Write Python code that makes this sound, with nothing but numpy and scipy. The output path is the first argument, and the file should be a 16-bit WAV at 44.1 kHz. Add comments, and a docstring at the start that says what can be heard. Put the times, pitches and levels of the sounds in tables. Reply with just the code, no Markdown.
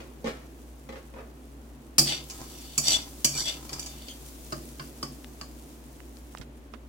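"""A kitchen hob: nuts and dried fruit roast in a steel pan, over a soft rush of air and a low hum.
A metal spatula gives a few dull knocks as it is picked up, clanks loudly into the pan three times among
lighter taps, and scrapes through the nuts, which patter and sizzle; small dry clicks follow close by.
Blows are rebounding impulses through noise bursts and decaying modes; scrapes are random stick-slip
impulses through the blade's response; squeaks are gliding tones; sizzle and air are coloured noise."""
import sys
import numpy as np
from scipy import signal
from scipy.fft import rfft, irfft
from scipy.io import wavfile

SR = 44100
rng = np.random.default_rng(int(sys.argv[2]) if len(sys.argv) > 2 else 0)


def dump(signal):
    """Clip the signal to [-1, 1] and save it as 16-bit WAV at the path in sys.argv[1]."""
    limited = np.clip(np.atleast_2d(signal).T, -1, 1)
    pcm = np.round(limited * 32767).astype(np.int16)
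    wavfile.write(sys.argv[1], SR, pcm)


N = 303452
TIME = np.arange(N) / SR   # s
AGE = TIME[:SR // 2]   # s since a contact, for as long as its sound is computed

# Strokes of the blade through the nuts: (start [s], swell [s], hold [s], friction before trim [dB],
# lower rasp at the end of the push over friction [dB], nuts before trim [dB])
STROKE_LIST = [(2.009, .075, 0.039, -34, 9.5, -45.5), (2.196, 0.22, 0.361, -54, 7, -46),
               (2.786, 0.099, 0.044, -23.5, 0.5, -40), (3.28, 0.11, 0.013, -27, -16, -37.5),
               (3.413, 0.061, 0.0085, -33.5, 7, -56), (3.573, 0.14, 0.328, -59, 11, -43),
               (4.055, 0.016, 0.0039, -52.5, 11, -70)]
# Broad rasp of the blade pressed on steel: (frequency [Hz], relative density [dB per Hz])
RASP_COLOUR = [(200, -21.5), (600, -3.5), (1200, -15.5), (1800, -11.5), (3200, 1), (6000, -1.5),
               (8000, -7.5), (10000, -9.5), (16000, -23)]
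# Stereo likeness: (frequency [Hz], left-right correlation [-1 to 1])
STEREO_LIKENESS = [(60, 0.73), (130, 0.99), (300, 0.89), (650, 0.38), (1300, -0.15), (3000, 0.031)]


def from_db(db):
    """Decibels to gain."""
    return 10 ** (np.asarray(db) / 20)


def rms_one(x):
    """Scale to rms 1 over all channels."""
    return x / np.sqrt(np.mean(x ** 2) + 1e-20)


def energy_one(x):
    """Scale to unit energy, averaged over the channels."""
    return rms_one(x) / np.sqrt(x.shape[-1])


def level_over_time(points):
    """Draw a level curve straight between its points, at every sample."""
    seconds, db = np.transpose(points)
    return np.interp(TIME, seconds, db)


def at_hz(points, hz):
    """Read a spectrum on a log-frequency axis."""
    f, value = np.transpose(points)
    return np.interp(np.log(hz + 1e-9), np.log(f), value)


def slope(hz, per_octave, pivot_hz=1000):
    """Tilt in dB above the pivot, flat below it; a harder contact lifts the treble."""
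    return per_octave * np.log2(np.maximum(hz, pivot_hz) / pivot_hz)


def dying(t60):
    """Exponential decay that falls by 60 dB in t60 seconds."""
    return np.exp(-np.log(1000) * AGE / t60)


def drift(rate_hz):
    """Smooth random wander of rms 1, made by low-passing noise."""
    hz = np.fft.rfftfreq(N, 1 / SR)
    return rms_one(irfft(rfft(rng.standard_normal(N)) / (1 + (hz / rate_hz) ** 2), N))


def noise(colour, size, weight=np.zeros_like):
    """Coloured stereo noise, its channels much alike in the bass and nearly unrelated in the treble."""
    hz = np.fft.rfftfreq(size, 1 / SR)
    mid, side = rfft(rng.standard_normal((2, size)))
    alike = at_hz(STEREO_LIKENESS, hz)
    both = np.sqrt(1 + alike) * mid + np.sqrt(1 - alike) * side * [[1], [-1]]
    return rms_one(irfft(both * from_db(at_hz(colour, hz) + weight(hz)), size))


def ring(modes, weight=np.zeros_like, detune=0):
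    """Decaying modes, with new random strengths at every contact and a phase gap between the channels."""
    out = 0
    for hz, db, t60 in modes:
        # the less alike the channels are at this pitch, the further apart in phase
        apart = np.arccos(at_hz(STEREO_LIKENESS, hz)) * rng.choice([-.5, .5])
        pitch = hz * (1 + detune * rng.standard_normal())
        swing = np.exp(2j * np.pi * (pitch * AGE + rng.random())) * dying(t60)
        gain = from_db(db + weight(hz) + 2 * rng.standard_normal())
        out = out + gain * np.real(swing * np.exp(1j * apart * np.array([[1], [-1]])))
    return energy_one(out)


def wash(colour, crack_t60, tail_db, tail_t60, weight=np.zeros_like):
    """A contact's crack in noise, then the tail of crowded modes and kitchen walls."""
    envelope = dying(crack_t60) + from_db(tail_db) * dying(tail_t60)
    return energy_one(noise(colour, len(AGE), weight) * envelope)


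def grains(per_s, spread_db):
    """Tiny contacts at random moments, of uneven size; rms 1."""
    sizes = from_db(spread_db * np.minimum(rng.exponential(1, N), 4))
    signed = sizes * rng.choice([-1, 1], N)
    return rms_one(signed * (rng.random(N) < per_s / SR))


def chatter(length, count=7):
    """A first contact and its quick, weakening rebounds."""
    force = np.zeros(int(length * SR) + 2)
    when = np.append(0, (np.arange(count) + rng.random(count)) / count)
    force[(when * (len(force) - 1)).astype(int)] = np.exp(-when) * rng.choice([-1, 1], count + 1)
    return energy_one(force)


def excite(force, response):
    """Play a force through a stereo response."""
    return signal.fftconvolve(force[None], response, axes=1)[:, :N]


def add(out, s, sound):
    """Mix a sound in at a time in seconds."""
    start = int(s * SR)
    out[:, start:start + sound.shape[1]] += sound[:, :N - start]


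def contact(bright, spot_hz, spot_db=6):
    """Weight in dB of each frequency in one blow: its hardness, and the modes near the spot struck."""
    def weight(hz):
        octaves_off = np.log2((hz + 1) / spot_hz)
        return slope(hz, bright, pivot_hz=3000) + spot_db * np.exp(-(octaves_off / .18) ** 2)
    return weight


def blow(db, length, crack, modes):
    """One blow: the crack repeats with each rebound while the modes swell and ring on."""
    swell = 1 - np.exp(-2 * AGE / length)
    rebounds = excite(chatter(length), crack)[:, :len(AGE)]
    return from_db(db) * np.sqrt(SR) * (rebounds + modes * swell)


def strikes(ring_db=-1, low_ring_db=0, level_db=-1, muffle=0.8):
    """The spatula lands: the steel clangs, the wall knocks and the whole pan gives a low thud."""
    # Spatula meets pan: (time [s], clang before trim [dB], hollow knock before trim [dB],
    # brightness [dB per octave], frequency favoured by the spot struck [Hz], chatter length [s])
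    strike_list = [(1.982, -30.5, -52.5, -1, 4900, 0.0082), (1.993, -33.5, -53.5, -3.5, 4800, 0.0084),
                   (2.072, -49.5, -64, -15, 4600, 0.0068), (2.299, -54, -72, -5.5, 6360, 0.023),
                   (2.778, -36.5, -58, -2, 6700, 0.0091), (3.2452, -33.5, -57, -4, 6250, 0.0087),
                   (3.693, -56, -65, -12, 4670, .004), (3.73, -51, -63, -7, 5300, .012),
                   (3.794, -52, -72, -3.5, 6050, 0.0055), (3.827, -57.5, -82, -8, 7000, 0.0039),
                   (3.861, -55, -78, -6.5, 6660, .015), (4.084, -58.5, -82, -15, 3180, 0.0028),
                   (4.523, -53.5, -52.5, -10, 4760, 0.0093), (4.796, -58, -57, -19, 5000, .008),
                   (5.028, -50.5, -55, -8, 5000, .005), (5.412, -56, -62, -10, 4800, .003)]
    # Bright ring of the steel: (frequency [Hz], relative level before chance [dB], t60 [s])
    pan_modes = [(2322, -6.5, 0.19), (2430, -41, 0.083), (3170, -16, 0.34), (3500, -16.5, 0.34),
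                 (4620, 11, 0.083), (4800, -7.5, 0.09), (4958, -17, 0.13), (5090, -23.5, 0.22),
                 (5380, -22.5, .18), (5930, 2, 0.15), (6250, -11.5, .16), (6480, -34.5, .13),
                 (6830, 8.5, 0.11), (7080, 7, 0.12), (7580, -2, .22), (7843, 7, 0.099), (8550, -8, 0.3),
                 (8960, -13.5, 0.31), (9250, -38.5, 0.11), (9700, -35, 0.12), (10800, 10.5, 0.07)]
    # Dense short-lived modes of the steel: (frequency [Hz], relative density [dB per Hz])
    clank_colour = [(600, -19), (1900, -18.5), (2400, -9), (3000, -9.5), (3900, -14.5), (4700, 5.5),
                    (5300, 1), (6000, 0.5), (7700, 2), (10000, -3), (16000, -7.5)]
    # Hollow knock of the pan's wall: (frequency [Hz], relative density [dB per Hz])
    hollow_colour = [(300, -17), (620, -1), (800, -23.5), (1120, 9.5), (1350, -1.5), (1700, 0),
                     (2000, -9.5), (3000, -32.5), (5000, -25), (16000, -47)]
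    # Low modes of the jolted pan: (frequency [Hz], relative level before chance [dB], t60 [s])
    thud_modes = [(142.7, 1, 0.57), (227, -1, 0.31), (290, -11, 0.051), (335, -10.5, 0.18)]
    # Dull body of the jolted pan: (frequency [Hz], relative density [dB per Hz])
    thud_colour = [(90, -22), (140, 4.5), (230, -7.5), (330, 5), (450, -15), (620, -2), (900, -13),
                   (4000, -45)]
    # thud over knock at a middling clang, and its growth in dB per dB of clang
    thud_over_knock_db, middling_clang_db, thud_growth = 0.5, -47.5, 0.29
    out = np.zeros((2, N))
    for s, clang_db, knock_db, bright, spot_hz, length in strike_list:
        # a heavier blow jolts the whole pan more
        thud_db = knock_db + thud_over_knock_db + thud_growth * (clang_db - middling_clang_db)
        weight = contact(bright, spot_hz)
        crack = wash(clank_colour, crack_t60=0.023, tail_db=-12, tail_t60=0.33, weight=weight)
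        # a soft landing among the nuts also damps the ring
        steel = from_db(ring_db + muffle * min(bright, 0)) * ring(pan_modes, weight)
        add(out, s, blow(clang_db + level_db, length, crack, steel))
        wall = wash(hollow_colour, crack_t60=.04, tail_db=-8, tail_t60=.22)
        add(out, s, blow(knock_db + level_db, length, wall, 0))
        body = wash(thud_colour, crack_t60=0.079, tail_db=1.0, tail_t60=0.51)
        low_ring = from_db(low_ring_db) * ring(thud_modes)
        add(out, s, blow(thud_db + level_db, length, body, low_ring))
    return out


def stroke(start, swell, hold, power, release_db_per_s):
    """Gain of one push: it swells from almost nothing, holds and dies away."""
    age = TIME - start
    rise = np.clip(age / swell, 1e-6, 1) ** power
    return rise * from_db(-release_db_per_s * np.maximum(age - swell - hold, 0))


def blade_pressure():
    """Friction of all strokes, and that of their lower rasp, which grows as the blade climbs the wall."""
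    bite_growth_db = 11.5   # over one stroke
    friction, bite = 0, 0
    for start, swell, hold, db, bite_db, _ in STROKE_LIST:
        push = from_db(db) * stroke(start, swell, hold, power=2, release_db_per_s=230)
        to_go = np.clip(1 - (TIME - start) / (swell + hold), 0, 1)
        friction = np.hypot(friction, push)
        bite = np.hypot(bite, push * from_db(bite_db - bite_growth_db * to_go))
    return friction, bite


def scraping(ring_db=3, level_db=-3, split_hz=4000, wander_db=9, count=4):
    """The edge sticks and slips over the steel; as it travels, one touching spot takes over from another."""
    # The blade pressed on steel: (frequency before detuning [Hz], relative level before chance [dB], t60 [s])
    blade_modes = [(2115, -11, 0.11), (2970, -1, 0.033), (3400, -5.5, 0.051), (3530, -2.5, 0.083),
                   (3800, -25, 0.066), (4507, 2.5, 0.077), (4620, -5.5, 0.17), (4740, -5, 0.11),
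                   (5725, 4.5, 0.048), (5970, -3, 0.061), (7160, -11.5, 0.0705), (7260, 6.5, 0.0213),
                   (7840, -1.5, 0.066), (8540, -12, .12)]
    friction, bite = blade_pressure()
    share = np.array([from_db(wander_db * drift(rate_hz=11.5)) for _ in range(count)])
    share = share / np.sqrt(np.sum(share ** 2, axis=0))   # the spots share a constant power
    push = from_db(level_db + 0.6 * drift(rate_hz=61))
    low_pass = signal.butter(4, split_hz, fs=SR, output="sos")
    out = 0
    for spot in share:
        slips = grains(per_s=650, spread_db=3.6) * push * spot
        low = signal.sosfiltfilt(low_pass, slips)
        force = (slips - low) * friction + low * bite
        # each spot loads the blade a little differently
        rasp = wash(RASP_COLOUR, crack_t60=.018, tail_db=-13, tail_t60=.23)
        blade = rasp + from_db(ring_db) * ring(blade_modes, detune=0.0137)
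        out = out + excite(force, blade)
    return out


def squeaks(jitter=0.0204, overtone_db=-7, level_db=-1):
    """The edge sticks and sings: slips fall into step in a rough, gliding tone with overtones."""
    # Singing moments: (start [s], length [s], start pitch before jitter [Hz],
    # end pitch before jitter [Hz], level before trim [dB])
    squeak_list = [(2.057, 0.064, 4700, 4445, -40.5), (2.885, 0.037, 5980, 5590, -35),
                   (2.93, 0.043, 3410, 3470, -34), (3.327, 0.068, 2390, 2270, -47),
                   (3.36, 0.068, 1434, 1695, -44.5), (3.388, .05, 1770, 2280, -48),
                   (3.435, 0.093, 3334, 3554, -44), (4.082, 0.052, 3230, 3170, -50)]
    force = np.zeros(N)
    waver = 1 + jitter * drift(rate_hz=226)
    for s, length, start_hz, end_hz, db in squeak_list:
        span = np.flatnonzero((TIME >= s) & (TIME < s + length))
        pitch = np.linspace(start_hz, end_hz, len(span)) * waver[span]
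        phase = 2 * np.pi * np.cumsum(pitch) / SR
        tone = sum(from_db(overtone_db * k) * np.sin((k + 1) * phase) for k in range(4))
        swell = np.sin(np.linspace(0, np.pi, len(span)))
        force[span] += from_db(db + level_db) * np.sqrt(2) * tone * swell
    rasp = wash(RASP_COLOUR, crack_t60=.02, tail_db=-20, tail_t60=0.29)
    return force + from_db(1.5) * excite(force, rasp)


def nuts(level_db=-1):
    """Pushed nuts patter softly on pan and each other, moving at the first push and settling slowly."""
    # Soft contacts heard through the pan: (frequency [Hz], relative density [dB per Hz])
    nut_colour = [(105, -27), (145, 9.5), (190, -29.5), (300, 5), (500, -9), (800, -3), (1150, 1),
                  (1600, -10), (3200, -18.5), (7000, -9), (16000, -44.5)]
    pushes = []
    for start, swell, *_, db in STROKE_LIST:
        motion = stroke(start, swell, hold=0, power=1.4, release_db_per_s=61)
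        pushes.append(from_db(db + level_db) * motion)
    tumble = np.hypot.reduce(pushes)
    patter = grains(per_s=220, spread_db=3.6)
    touch = wash(nut_colour, crack_t60=.025, tail_db=-14, tail_t60=.25)
    return excite(patter * tumble, touch)


def knocks(level_db=-1, count=3):
    """Dull, hollow clatter beside the pan, a little way off, with much room in it."""
    # Clatters of several knocks: (time [s], gap [s], first knock before trim [dB],
    # growth per knock [dB], hollow ring before trim [dB], brightness [dB per octave])
    knock_list = [(.002, 0.013, -60.5, -8, -68.5, 4), (.243, 0.014, -54.5, 3.5, -45, 3),
                  (0.889, .034, -58.5, -1, -56, 2.5), (1.138, 0.023, -61.5, 2.5, -61, -3)]
    # Hollow ring: (frequency [Hz], relative level before chance [dB], t60 [s])
    knock_modes = [(229.6, 1.5, 0.16), (426, -6, 0.18), (467, 3.5, 0.089), (529, 3, 0.17),
                   (823, -8.5, 0.25), (1105, -12.5, 0.31), (1807, -17.5, 0.24)]
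    # Dull crack: (frequency [Hz], relative density [dB per Hz])
    knock_colour = [(120, -11), (250, -6), (500, -0.5), (750, -8), (1800, -11), (3500, -22), (6000, -29.5),
                    (16000, -55)]
    first_length, longer_each = .004, .013   # s; each further knock rattles longer
    out = np.zeros((2, N))
    for s, gap, first_db, growth_db, ring_db, bright in knock_list:
        hardness = lambda hz: slope(hz, bright)
        for k in range(count):
            db = first_db + k * growth_db
            length = first_length + k * longer_each
            crack = wash(knock_colour, crack_t60=0.091, tail_db=-9.5, tail_t60=0.55, weight=hardness)
            # the ring keeps its own level whatever the knock's
            hollow = from_db(ring_db - db) * ring(knock_modes, hardness)
            add(out, s + k * gap, blow(db + level_db, length, crack, hollow))
    return out


def clicks(level_db=-2):
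    """Dry clicks and a soft bump close by, as band-passed noise bursts too near for any room."""
    # Clicks: (time [s], level before trim [dB], pitch that sets the band [Hz],
    # quarter of the burst's t60 [s], left minus right [dB])
    click_list = [(5.245, -66, 3020, 0.0013, 3), (6.003, -72.5, 1380, 0.0022, -14),
                  (6.170, -76.5, 3700, 0.0014, 16.5), (6.35, -62, 1004, 0.0012, -16),
                  (6.373, -66.5, 2170, 0.0049, -10), (6.383, -71.5, 4200, 0.0055, -13),
                  (6.399, -56.5, 90, 0.012, -11), (6.413, -68, 2180, 0.018, -19.5),
                  (6.737, -64.5, 1150, .014, -21)]
    out = np.zeros((2, N))
    for s, db, hz, length, pan_db in click_list:
        shared = rng.standard_normal(len(AGE))
        burst = (shared + rng.standard_normal((2, len(AGE)))) * dying(4 * length)
        band = signal.butter(2, [hz / 3, hz * np.sqrt(3)], "band", fs=SR, output="sos")
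        gain = from_db(db + level_db + pan_db * np.array([[.5], [-.5]]))
        add(out, s, gain * np.sqrt(SR) * energy_one(signal.sosfilt(band, burst + 1e-18)))
    return out


def sizzle(crackle_db=-6, flicker_db=1):
    """Fat sizzles on the steel: a flickering hiss with minute pops, livelier once the nuts are turned."""
    # Hiss level before flicker: (time [s], level [dB])
    sizzle_level = [(0, -60.5), (1.95, -63.5), (2.3, -50), (4.4, -50.5), (5.9, -58), (6.4, -58.5),
                    (6.45, -66)]
    # Hiss and pops: (frequency [Hz], relative density [dB per Hz])
    sizzle_colour = [(1500, -11), (3500, -3), (7000, 0), (9500, -2.5), (16000, -3)]
    level_db = level_over_time(sizzle_level)
    pop = wash(sizzle_colour, crack_t60=0.002, tail_db=-34.0, tail_t60=.15)
    pops = excite(grains(per_s=1100, spread_db=6), pop)
    flicker = from_db(level_db + flicker_db * drift(rate_hz=15))
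    return flicker * (noise(sizzle_colour, N) + from_db(crackle_db) * pops)


def kitchen(hum_hz=59.2, hum_db=-49):
    """A soft rush of air as coloured noise, and a low hum slightly wavering in pitch and level."""
    # Rush of air: (frequency [Hz], relative density [dB per Hz])
    room_colour = [(20, -23), (45, -5.5), (62, 1.5), (85, -12.5), (115, -12), (140, 2), (180, -18.5),
                   (232, 2), (310, -2), (450, -9.5), (800, -15), (1500, -21.5), (3000, -27.5),
                   (16000, -53.5)]
    # Level of the rush: (time [s], level [dB])
    room_level = [(0, -48), (.7, -50.5), (4.8, -48), (6.88, -50.5)]
    pitch = hum_hz + 0.35 * drift(rate_hz=1.35)
    hum = np.sqrt(2) * np.sin(2 * np.pi * np.cumsum(pitch) / SR)
    air = from_db(level_over_time(room_level)) * noise(room_colour, N)
    return air + from_db(hum_db + 0.37 * drift(rate_hz=4)) * hum


def scene():
    """Everything at the hob."""
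    return strikes() + scraping() + squeaks() + nuts() + knocks() + clicks() + sizzle() + kitchen()


def record(dry):
    """The two channels colour the sound differently; the top is cut steeply."""
    # Channel balance: (frequency [Hz], left minus right [dB])
    channel_balance = [(200, 1), (380, -4.5), (700, 2), (1300, -2), (2400, 4), (4400, 0.5), (8000, -2.5),
                       (14000, 6)]
    hz = np.fft.rfftfreq(N, 1 / SR)
    channel_gain = from_db(at_hz(channel_balance, hz) * np.array([[.5], [-.5]]))
    top_cut = signal.ellip(12, .1, 80, 15900, fs=SR, output="sos")   # order, ripple dB, stop dB, Hz
    return signal.sosfilt(top_cut, irfft(rfft(dry) * channel_gain, N))


dry = scene()
out = record(dry)
dump(out)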